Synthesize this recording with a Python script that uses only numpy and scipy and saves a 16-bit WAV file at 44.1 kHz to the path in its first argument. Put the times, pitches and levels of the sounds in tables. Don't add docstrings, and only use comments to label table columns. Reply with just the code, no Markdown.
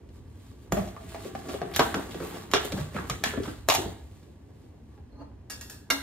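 import sys
import numpy as np
from scipy import signal
from scipy.fft import rfft, irfft, next_fast_len
from scipy.io import wavfile

SR = 44100
rng = np.random.default_rng(int(sys.argv[2]) if len(sys.argv) > 2 else 0)


def unload_wav(signal):
    wavfile.write(
        sys.argv[1],
        SR,
        np.round(np.clip(np.atleast_2d(signal).T, -1, 1) * 32767).astype(np.int16),
    )


def boost_factor(decibels):
    exponent = np.asarray(decibels, float) / 20
    return 10 ** exponent


N = 265482

# (frequency [Hz], level [dB per Hz])
HUM_SPECTRUM = [(15, -57), (25, -14.5), (80, 4.5), (123, -4), (190, -31.5), (223, -13), (242, -14),
                (285, -16.5), (463, -34.5), (531, -31), (796, -32.5), (887, -30.5), (1160, -50.5),
                (1260, -40), (16000, -66)]
HUM_DB = -44.5
# (time [s], level [dB])
RUMBLE = [(0.0, -52), (0.2, -48), (0.64, -53), (1.3, -49), (3.5, -52), (3.75, -47), (4.36, -54), (5.0, -52),
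          (5.4, -50), (6.02, -54)]
SHAKE_DB, SHAKE_RISE_S, SHAKE_FALL_S = -19, .03, .18
SHAKE_DB_PER_OCTAVE = -10

# (time [s], body peak [dB], ring [Hz], click [dB])
TAPS = [(0.089, -54.5, 624, -54), (0.876, -39, 720, -43), (0.9654, -32, 1190, -55.5),
        (1.009, -51, 680, -48), (1.146, -26.5, 776, -40), (1.351, -25.5, 753, -40.5),
        (1.456, -38, 660, -52), (1.541, -27, 570, -46), (1.617, -22, 700, -41), (2.109, -64, 700, -38),
        (2.145, -31, 680, -38), (2.965, -21.5, 1420, -45), (2.988, -23, 1240, -45),
        (3.339, -33, 1190, -44.5), (3.376, -30.5, 680, -54), (3.434, -37, 633, -36),
        (3.456, -33.5, 1312, -47), (3.48, -32.5, 1390, -48), (3.972, -59, 830, -75), (4.228, -52, 552, -57),
        (4.978, -48, 862, -74)]
# (time [s], body peak [dB], ring [Hz], click [dB], crack [dB])
BLOWS = [(0.722, -13.5, 680, -28, -22.5), (1.762, -19.5, 1650, -18, -18), (1.794, -7.5, 1080, -16, -24),
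         (1.9428, -15.5, 1390, -22, -33), (2.5145, -35, 2140, -30, -30.5), (2.536, -8, 1330, -9, -30),
         (2.559, -20.5, 700, -20.5, -42.5), (2.649, -28, 594, -39, -30), (2.721, -28, 580, -24, -35),
         (3.098, -21.5, 1240, -22, -24.5), (3.238, -17, 1730, -14, -19), (3.259, -22, 1730, -27, -35),
         (3.687, -8.5, 700, -13, -13), (3.699, -12, 1090, -13, -14.5), (3.721, -17, 887, -22, -25),
         (3.7385, -26, 800, -24, -24), (3.749, -21, 786, -18, -17)]
# (time [s], body peak [dB], ring [Hz], click [dB])
SKIDS = [(0.769, -22.5, 700, -47), (1.489, -31, 616, -37), (1.738, -54, 640, -31.5),
         (2.2021, -32, 1355, -42.5), (2.344, -33.5, 684, -42), (2.777, -29.5, 593, -38),
         (2.946, -33, 590, -46)]
BLOW_RATTLE_S, TAP_RATTLE_S, SKID_RATTLE_S = .009, .013, .035
TAP_CRACK_DB, SKID_CRACK_DB = -13, -9
BOUNCE_WITHIN_S, BOUNCE_RATTLE_S = .04, .017
# (frequency [Hz], width [Hz], level [dB])
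TUB_MODES = [(713, 30, -15), (853, 166, 19.5), (1150, 130, 25.5), (1190, 76, 7), (1390, 57, 2.5),
             (1650, 100, 11), (1950, 50, -3)]
# (frequency [Hz], width [Hz], level [dB])
MESH_MODES = [(2450, 300, -2), (2900, 300, -2), (3350, 280, 0), (3800, 350, -3), (4400, 400, -4),
              (5300, 500, -5)]
# (frequency [Hz], level [dB per Hz])
CRACK_SPECTRUM = [(1180, -35), (2000, -5), (2400, 12.5), (3430, 15), (5210, 9.5), (6940, 18.5), (8400, 3.5),
                  (12300, 14.5), (16000, -18)]
# (until [s], frequency [Hz], T60 [s], share [1])
DISH_UNDER = [
    (1.7, 665, .12, .35),
    (3.6, 1340, .16, .25),
    (6.1, 800, .12, .15),
]

# (time of peak [s], rasp [dB], rise by 10 dB [s], fall by 10 dB [s])
STROKES = [(0.16, -63.5, .05, .04), (0.47, -64, .2, .15), (0.63, -64, .15, .04), (0.77, -54, .02, .15),
           (1.04, -58, .04, .04), (1.1, -54, .04, .1), (1.27, -50, .12, .03), (1.4, -53, .07, .03),
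           (1.53, -47, .07, .055), (1.72, -59, .1, .03), (1.84, -46, .03, .13), (1.97, -50, .03, .12),
           (2.12, -52, .04, .06), (2.25, -49, .09, .15), (2.37, -50, .1, .07), (2.655, -45, .07, .04),
           (2.81, -49, .1, .07), (2.97, -50, .06, .05), (3.09, -54, .05, .05), (3.28, -47, .03, .07),
           (3.46, -48, .05, .11), (4.17, -65.5, .4, .15), (4.62, -71, .12, .12), (4.95, -76, .15, .09)]
# (time [s], level [dB])
EFFORT = [(0.0, -58), (0.6, -56.5), (0.89, -49), (1.22, -47), (1.36, -49), (1.68, -42), (1.83, -43),
          (1.94, -39), (2.05, -45), (2.31, -41), (2.47, -48), (2.6, -42), (2.9, -48), (3.02, -42),
          (3.2, -47), (3.36, -42), (3.62, -54), (4.2, -59.5)]
# (frequency [Hz], level [dB per Hz])
RASP_SPECTRUM = [(100, -3.5), (140, 3), (300, -3.5), (500, 0.5), (800, 1.5), (1400, -5), (3200, -7),
                 (5000, -5.5), (8000, -13), (12500, -21.5), (16000, -19)]
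RUB_DB, RUB_FOLLOWS, RUB_BY_STROKE_DB = -61, 1.4, -3
WET_DB, WET_FOLLOWS = -76, 1.25
FIZZ_DB = -6
SPRAY_DB, SPRAY_FALL_S = -25, .075
DISH_HUM_DB = -10
# (time [s], level [dB], rise by 10 dB [s], fall by 10 dB [s])
SQUIRTS = [(0.73, -53, .004, .06), (1.76, -46, .016, .03), (1.8, -51, .01, .05), (2.3, -60, .06, .06),
           (2.54, -50, .003, .03), (2.653, -50, .004, .012), (3.7, -46, .008, .05), (5.503, -56, .003, .03),
           (5.7, -56, .003, .02)]

# (time [s], peak [dB], pitch [Hz], rattle [s])
THUDS = [(0.723, -18, 203, 0.023), (0.768, -24, 197, 0.037), (1.252, -29, 390, 0.023),
         (1.355, -33.5, 226, 0.012), (1.489, -30, 356, 0.012), (1.545, -24.5, 385, 0.0064),
         (1.616, -28, 396, 0.045), (1.794, -12.5, 424, 0.019), (1.945, -24, 270, 0.032),
         (2.149, -29.5, 344, 0.017), (2.203, -27, 430, 0.045), (2.342, -34, 450, 0.011),
         (2.537, -15.5, 410, 0.023), (2.648, -31, 434, 0.016), (2.727, -23.5, 186, 0.028),
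         (2.78, -28.5, 152, 0.033), (2.949, -26.5, 214, 0.036), (2.989, -29, 200, 0.0085),
         (3.105, -26, 149, 0.023), (3.264, -27, 209, 0.019), (3.336, -29, 420, 0.03),
         (3.375, -21, 280, 0.012), (3.4, -20.5, 400, 0.016), (3.475, -27.5, 272, 0.021),
         (3.683, -33, 549, 0.0077), (3.71, -34, 514, 0.03), (3.782, -25, 355, 0.03),
         (3.858, -26, 215, 0.026)]
# (frequency [Hz], width [Hz], level [dB])
SINK_MODES = [(139, 60, 0), (186.5, 74, -1.5), (280, 36, -1), (355, 44, 1), (412, 44, 0), (518, 45, -9)]

# (time [s], level [dB], centre [Hz], rise by 10 dB [s], fall by 10 dB [s])
RATTLES = [(0.74, -44, 1200, .008, .05), (1.757, -36, 3500, .012, .015), (1.82, -38, 1300, .01, .06),
           (1.97, -37, 780, .01, .06), (2.56, -40, 3000, .01, .05), (2.61, -43, 2800, .03, .05),
           (2.75, -42, 750, .015, .06), (2.97, -44, 1800, .02, .04), (3.11, -42, 1800, .01, .04),
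           (3.265, -38, 2300, .01, .06), (3.33, -44, 1600, .03, .04), (3.48, -48, 1500, .04, .05),
           (3.72, -39, 1000, .02, .05), (3.79, -40, 900, .03, .07), (5.93, -40, 1000, .015, .05)]
RATTLE_PER_S, RATTLE_CYCLES, RATTLE_OCTAVES = 600, 11.0, .55

# (time [s], hollow rub [dB], rim squeak [dB])
NUDGE = [
    (5.1, -77.5, -101.5),
    (5.13, -60.5, -90),
    (5.18, -56.5, -80),
    (5.215, -42, -64),
    (5.25, -54.5, -83),
    (5.33, -64.5, -89.5),
    (5.4, -99, -99),
]
# (time [s], level [dB], rise by 10 dB [s], fall by 10 dB [s])
WHINE = [(5.125, -77, .012, .05), (5.175, -73, .04, .02)]
SQUEAK_HZ, SQUEAK_T60_S = 4210, .2
# (frequency [Hz], width [Hz], level [dB])
BASIN_HOLLOW_MODES = [(280, 8.6, -4), (497, 35, -9), (574, 48, -9), (650, 59, -7.5), (860, 52, -3.5),
                      (999, 15, -12.5), (1205, 14, -16.5)]
# (frequency [Hz], width [Hz], level [dB])
RIM_MODES = [(2740, 47, -7), (4230, 31, 0), (4500, 40, -4), (6160, 60, -7), (8600, 53, -15),
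             (11400, 120, -16)]

# (time [s], peak [dB], thud [dB], crack [dB], contact [s])
CLINKS = [
    (5.4992, -31, -50, -25.5, 0.013),
    (5.6113, -39, -66, -27, 0.0042),
    (5.698, -41, -54, -28.5, 0.0039),
    (5.902, -11.5, -29, -13, 0.0054),
]
# (frequency [Hz], width [Hz], level [dB])
RIM_TAP_MODES = [(1300, 90, -9), (1700, 50, 0), (1895, 70, -5), (2230, 70, -11), (2750, 40, -5),
                 (3650, 80, -6), (4740, 60, -4), (5570, 55, 0), (6750, 70, -6), (7200, 80, -10),
                 (7650, 70, -10), (8430, 50, -8), (9310, 40, -7), (11400, 80, -7)]
# (frequency [Hz], width [Hz], level [dB])
CLANG_MODES = [(1400, 60, -12), (1630, 90, -3), (2120, 45, 0), (2200, 110, -3), (2830, 45, -6),
               (3750, 110, -5), (4200, 60, -4), (4750, 70, -10), (5580, 70, -4), (5910, 60, -9),
               (6700, 50, -14), (8400, 90, -13), (9320, 80, -11), (11450, 100, -14)]

# (frequency [Hz], T60 [s])
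ROOM_T60 = [(150, 0.31), (1000, 0.58), (4000, 0.41), (14000, 0.14)]
ROOM_DB, SCATTER_S = -2.5, .025
ROOM_SHIFT_S = .3
# (frequency [Hz], diffuse part [dB], quarter-cycle lead [1], extra lead of sharp blows [1], lean to the left [1])
PORTS = [(60, -18, .01, .01, -.02), (130, -15, .01, .01, -.04), (250, -11, .01, .01, .02),
         (600, -2, -.1, .01, .01), (1200, -5, -.1, .01, .01), (2500, -3, .1, .01, -.15),
         (4500, 1, .3, .01, -.2), (5500, -.5, .8, .01, -.3), (6900, -3, 1.2, .01, .5),
         (7900, -8, .1, .65, .05), (15000, -8, .1, .7, -.02)]


def rms_one(x):
    return x / np.sqrt(np.mean(x ** 2) + 1e-20)


def peak_one(x):
    return x / (np.abs(x).max() + 1e-20)


def in_time(rows):
    s, *columns = np.transpose(rows)
    return [np.interp(np.arange(N) / SR, s, c) for c in columns]


def at_hz(points, hz):
    points = np.array(points)
    return np.interp(np.log(hz), np.log(points[:, 0]), points[:, 1])


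def swells(rows):
    t = np.arange(0, N + 64, 64) / SR
    s, db, rise, fall = np.transpose(rows)[:, :, None]
    power = boost_factor(2 * db - 20 * np.maximum((s - t) / rise, (t - s) / fall)).sum(axis=0)
    return np.interp(np.arange(N) / SR, t, 10 * np.log10(power + 1e-20))


def drift(rate):
    r = np.exp(-80 * np.pi * rate / SR)
    white = rng.standard_normal(N // 40 + 2002)
    slow = rms_one(signal.lfilter([1], [1, -2 * r, r * r], white)[2000:])
    return np.interp(np.arange(N) / 40, np.arange(len(slow)), slow)


def ring(x, hz, t60):
    r = boost_factor(-60 / (max(t60, .002) * SR))
    w = 2 * np.pi * hz / SR
    return signal.lfilter([0, np.sin(w)], [1, -2 * r * np.cos(w), r * r], x + 1e-18)


def band(x, low, high):
    return signal.sosfilt(signal.butter(2, [low, high], "band", fs=SR, output="sos"), x)


def colour(x, spectrum, low, high):
    hz = np.maximum(np.arange(1025) * SR / 2048, 20)
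    gain = boost_factor(at_hz(spectrum, hz)) / np.sqrt((1 + (low / hz) ** 6) * (1 + (hz / high) ** 6))
    cepstrum = irfft(np.log(gain + 1e-9))
    cepstrum[1:1024] *= 2
    cepstrum[1025:] = 0
    return signal.fftconvolve(x, irfft(np.exp(rfft(cepstrum))))[:len(x)]


def add(out, sound, s):
    i = round(s * SR)
    out[i:i + len(sound)] += sound[:len(out) - i]


def contact(rattle_s, grit):
    t = np.arange(SR // 3) / SR
    chatter = rng.standard_normal(len(t)) * rng.exponential(1, len(t)) * np.exp(-t / max(rattle_s, .0005))
    chatter *= grit
    chatter[0] = 1
    return chatter


def body(force, peaks, spread_db, damping):
    luck = rng.normal(0, 1, len(peaks))
    return sum(boost_factor(level_db + spread_db * k) * ring(force, hz, 3.2 / (width * damping))
               for (hz, width, level_db), k in zip(peaks, luck))


def household():
    edges = 40 * 2 ** np.arange(0, 8.8, 1 / 3)
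    white = rng.standard_normal((2, 2, N))
    shaken = swells([(s, db + SHAKE_DB + SHAKE_DB_PER_OCTAVE * np.log2(hz / 200), SHAKE_RISE_S, SHAKE_FALL_S)
                     for s, db, hz, _ in THUDS])
    stir_db = 10 * np.log10(boost_factor(2 * in_time(RUMBLE)[0]) + boost_factor(2 * shaken))
    stir_db = stir_db - np.median(stir_db) - 2.0
    out = 0
    for k, (low, high) in enumerate(zip(edges, edges[1:])):
        hz = np.sqrt(low * high)
        out = out + boost_factor(at_hz(HUM_SPECTRUM, hz) + stir_db * (hz < 120)) * band(white[k % 2], low, high)
    return boost_factor(HUM_DB) * rms_one(out)


def contacts():
    gaps = np.diff([0] + [row[0] for row in BLOWS])
    blows = [(*row, BOUNCE_RATTLE_S if gap < BOUNCE_WITHIN_S else BLOW_RATTLE_S)
             for row, gap in zip(BLOWS, gaps)]
    taps = [(*row, row[3] + TAP_CRACK_DB, TAP_RATTLE_S) for row in TAPS]
    skids = [(*row, row[3] + SKID_CRACK_DB, SKID_RATTLE_S) for row in SKIDS]
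    return blows + taps + skids


def knocks():
    out = np.zeros(N)
    for s, body_db, ring_hz, click_db, crack_db, rattle_s in contacts():
        force = contact(rattle_s, grit=.048)
        hollow = peak_one(ring(force, ring_hz, 18.0 / ring_hz))
        hollow += 0.72 * peak_one(body(force, TUB_MODES, 6.6, 1.66))
        hollow += 0.6 * peak_one(band(force, 450, 2000))
        under_hz, t60, share = next(row[1:] for row in DISH_UNDER if s < row[0])
        dish = ring(force, under_hz, t60) + ring(force, 1.16 * under_hz, 0.58 * t60)
        hollow = band(hollow + share * peak_one(dish), 280, 6700)
        splash = contact(0.76 * rattle_s, grit=0.16)
        click = peak_one(body(splash, MESH_MODES, 2.5, 1.44)) + 0.33 * peak_one(band(splash, 1470, 4500))
        crack = colour(contact(0.3 * rattle_s, grit=0.55), CRACK_SPECTRUM, 4800, 26000)
        knock = boost_factor(body_db) * peak_one(hollow) + boost_factor(click_db) * peak_one(click)
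        add(out, knock + boost_factor(crack_db) * peak_one(crack), s)
    return out


def scrubbing():
    thump_db, = in_time(EFFORT)
    swing_db = thump_db - thump_db.mean()
    stroke = boost_factor(swells(STROKES)) + boost_factor(WET_DB + WET_FOLLOWS * swing_db)
    spray = boost_factor(swells([(s, crack_db + SPRAY_DB, .003, SPRAY_FALL_S) for s, *_, crack_db in BLOWS]))
    pressure = boost_factor(RUB_DB + RUB_FOLLOWS * swing_db) + boost_factor(RUB_BY_STROKE_DB) * stroke
    grip = drift(5.1)
    sizes = boost_factor(3.43 * np.minimum(rng.exponential(1, (2, N)), 5)) * rng.choice([-1, 1], (2, N))
    slips, bursts = sizes * (rng.random((2, N)) < np.array([[1500.], [7000.]]) / SR)
    thump = rms_one(colour(slips, RASP_SPECTRUM, 140, 434)) + .5 * rms_one(body(slips, SINK_MODES, 0.83, 0.4))
    rub = rms_one(colour(slips, RASP_SPECTRUM, 407, 2200)) + 0.34 * rms_one(body(slips, TUB_MODES, 1.4, 0.4))
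    until, hz, t60, _ = DISH_UNDER[0]
    present = np.interp(np.arange(N) / SR, [.65, .75, until, until + .1], [0, 1, 1, 0])
    force = slips * present * boost_factor(3.0 * drift(9.0))
    dish = ring(force, hz, .55 * t60) + .6 * ring(force, 1.16 * hz, .45 * t60)
    rub += boost_factor(DISH_HUM_DB) * rms_one(dish)
    rasp = rms_one(colour(slips + bursts, RASP_SPECTRUM, 2050, 6800))
    fizz = rms_one(colour(bursts, RASP_SPECTRUM, 6600, 15000))
    mix = boost_factor(thump_db - 2.5 + 2.5 * drift(17.0)) * thump + boost_factor(-4.0) * pressure * rub
    mix += boost_factor(swells(SQUIRTS)) * rms_one(band(bursts, 9000, 15500))
    mix += .9 * (stroke + spray) * rasp
    mix += (boost_factor(FIZZ_DB) * stroke + .75 * spray) * boost_factor(3.5) * fizz
    return boost_factor(1.1 * grip) * mix


def thuds():
    out = np.zeros(N)
    for s, peak_db, thud_hz, rattle_s in THUDS:
        force = band(contact(rattle_s, grit=0.07), 135, 710)
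        bump = peak_one(ring(force, thud_hz, 12.0 / thud_hz)) + .6 * peak_one(body(force, SINK_MODES, 4.0, 1.4))
        add(out, boost_factor(peak_db) * peak_one(bump), s)
    return out


def rattles():
    pitches = np.geomspace(400, 6500, 28)
    sizes = boost_factor(4.0 * np.minimum(rng.exponential(1, N), 4)) * rng.choice([-1, 1], N)
    ticks = sizes * (rng.random(N) < RATTLE_PER_S / SR)
    dealt = rng.integers(0, 7, N)
    out = 0
    for k, hz in enumerate(pitches):
        near = [(s, db - 10 * (np.log2(hz / centre_hz) / RATTLE_OCTAVES) ** 2, rise, fall)
                for s, db, centre_hz, rise, fall in RATTLES]
        force = ticks * (dealt == k % 7)
        t60 = RATTLE_CYCLES / hz
        out = out + ring(force * boost_factor(swells(near)), hz, t60) / ring(force, hz, t60).std()
    return .5 * out


def nudge():
    rub_db, squeak_db = in_time(NUDGE)
    friction = rng.standard_normal(N) * rng.exponential(1, N)
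    rub = boost_factor(rub_db) * rms_one(body(friction, BASIN_HOLLOW_MODES, .1, 2.0))
    rub += boost_factor(swells(WHINE)) * rms_one(ring(friction, SQUEAK_HZ, SQUEAK_T60_S))
    return rub + boost_factor(squeak_db) * rms_one(body(friction, RIM_MODES, 0.093, 1.1))


def basin():
    out = np.zeros(N)
    for s, peak_db, thud_db, crack_db, contact_s in CLINKS:
        force = contact(2.2 * contact_s, grit=0.12)
        peaks = CLANG_MODES if peak_db > -20 else RIM_TAP_MODES
        modes = body(force, peaks, .9, .8) + body(force, np.array(peaks) * [.99, 1, 1], 1.5, 1.1)
        thud = body(contact(5.7 * contact_s, grit=0.27), BASIN_HOLLOW_MODES, 1.7, 0.57)
        thud = band(thud, 150, 750)
        crack = colour(contact(contact_s, grit=0.268), CRACK_SPECTRUM, 1360, 24000)
        shimmer = rng.standard_normal(len(force)) * np.exp(-np.arange(len(force)) / SR / 0.055)
        shimmer = peak_one(body(shimmer, peaks, 2.0, 5.0)) + 0.9 * peak_one(band(shimmer, 1300, 14000))
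        bright = peak_one(crack) + 0.5 * peak_one(shimmer)
        clink = boost_factor(peak_db) * peak_one(modes) + boost_factor(thud_db) * peak_one(thud)
        add(out, clink + boost_factor(crack_db - 5.0) * bright, s)
    return out


def kitchen(x):
    t = np.arange(SR * 2 // 3) / SR
    edges = 70 * 2. ** np.arange(9)
    decay = [boost_factor(-60 * t / max(at_hz(ROOM_T60, 1.4 * low), .05)) for low in edges]
    out, step = np.zeros((N, 2)), int(ROOM_SHIFT_S * SR)
    for i in range(0, N, step):
        white = rng.standard_normal((2, len(t)))
        tails = sum(band(white, low, high) * d for low, high, d in zip(edges, edges[1:], decay))
        tails = tails * (1 - np.exp(-t / 0.0047))
        echoes = signal.fftconvolve(x[None, i:i + step], tails / np.sqrt(SR / 40), axes=1)
        add(out, echoes.T, i / SR)
    return out.T


def scattered(x):
    t = np.arange(SR // 20) / SR
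    out, step = np.zeros(N), SR // 25
    for i in range(0, N, step):
        echoes = rng.standard_normal(len(t)) * np.exp(-t / SCATTER_S)
        add(out, signal.fftconvolve(x[i:i + step], echoes / np.linalg.norm(echoes)), i / SR)
    return out


def two_ports(mid, other, blows):
    size = next_fast_len(N + SR // 4)
    hz = np.maximum(np.arange(size // 2 + 1) * SR / size, 1)
    diffuse_db, lead, sharp, lean = (at_hz(np.array(PORTS)[:, [0, k]], hz) for k in (1, 2, 3, 4))
    side = boost_factor(diffuse_db) * rfft(other, size)
    side += (lean + 1j * lead) * rfft(mid, size) + 1j * sharp * rfft(blows, size)
    side = irfft(side, size)[:N]
    return np.array([mid + side, mid - side])


def scene():
    blows = knocks() + basin()
    near = blows + thuds() + scrubbing() + nudge()
    far = boost_factor(ROOM_DB) * kitchen(near) + household()
    near = near + rattles()
    return two_ports(near + far[0], scattered(near) + far[1], blows)


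def roll_off(x):
    return signal.sosfilt(signal.butter(12, 15900, fs=SR, output="sos"), x)


def record(dry):
    low_cut = signal.sosfilt(signal.butter(3, 42, "high", fs=SR, output="sos"), dry)
    mix = signal.sosfilt(signal.cheby2(12, 50, 16300, fs=SR, output="sos"), low_cut)
    return roll_off(mix)


dry = scene()
out = record(dry)
unload_wav(out)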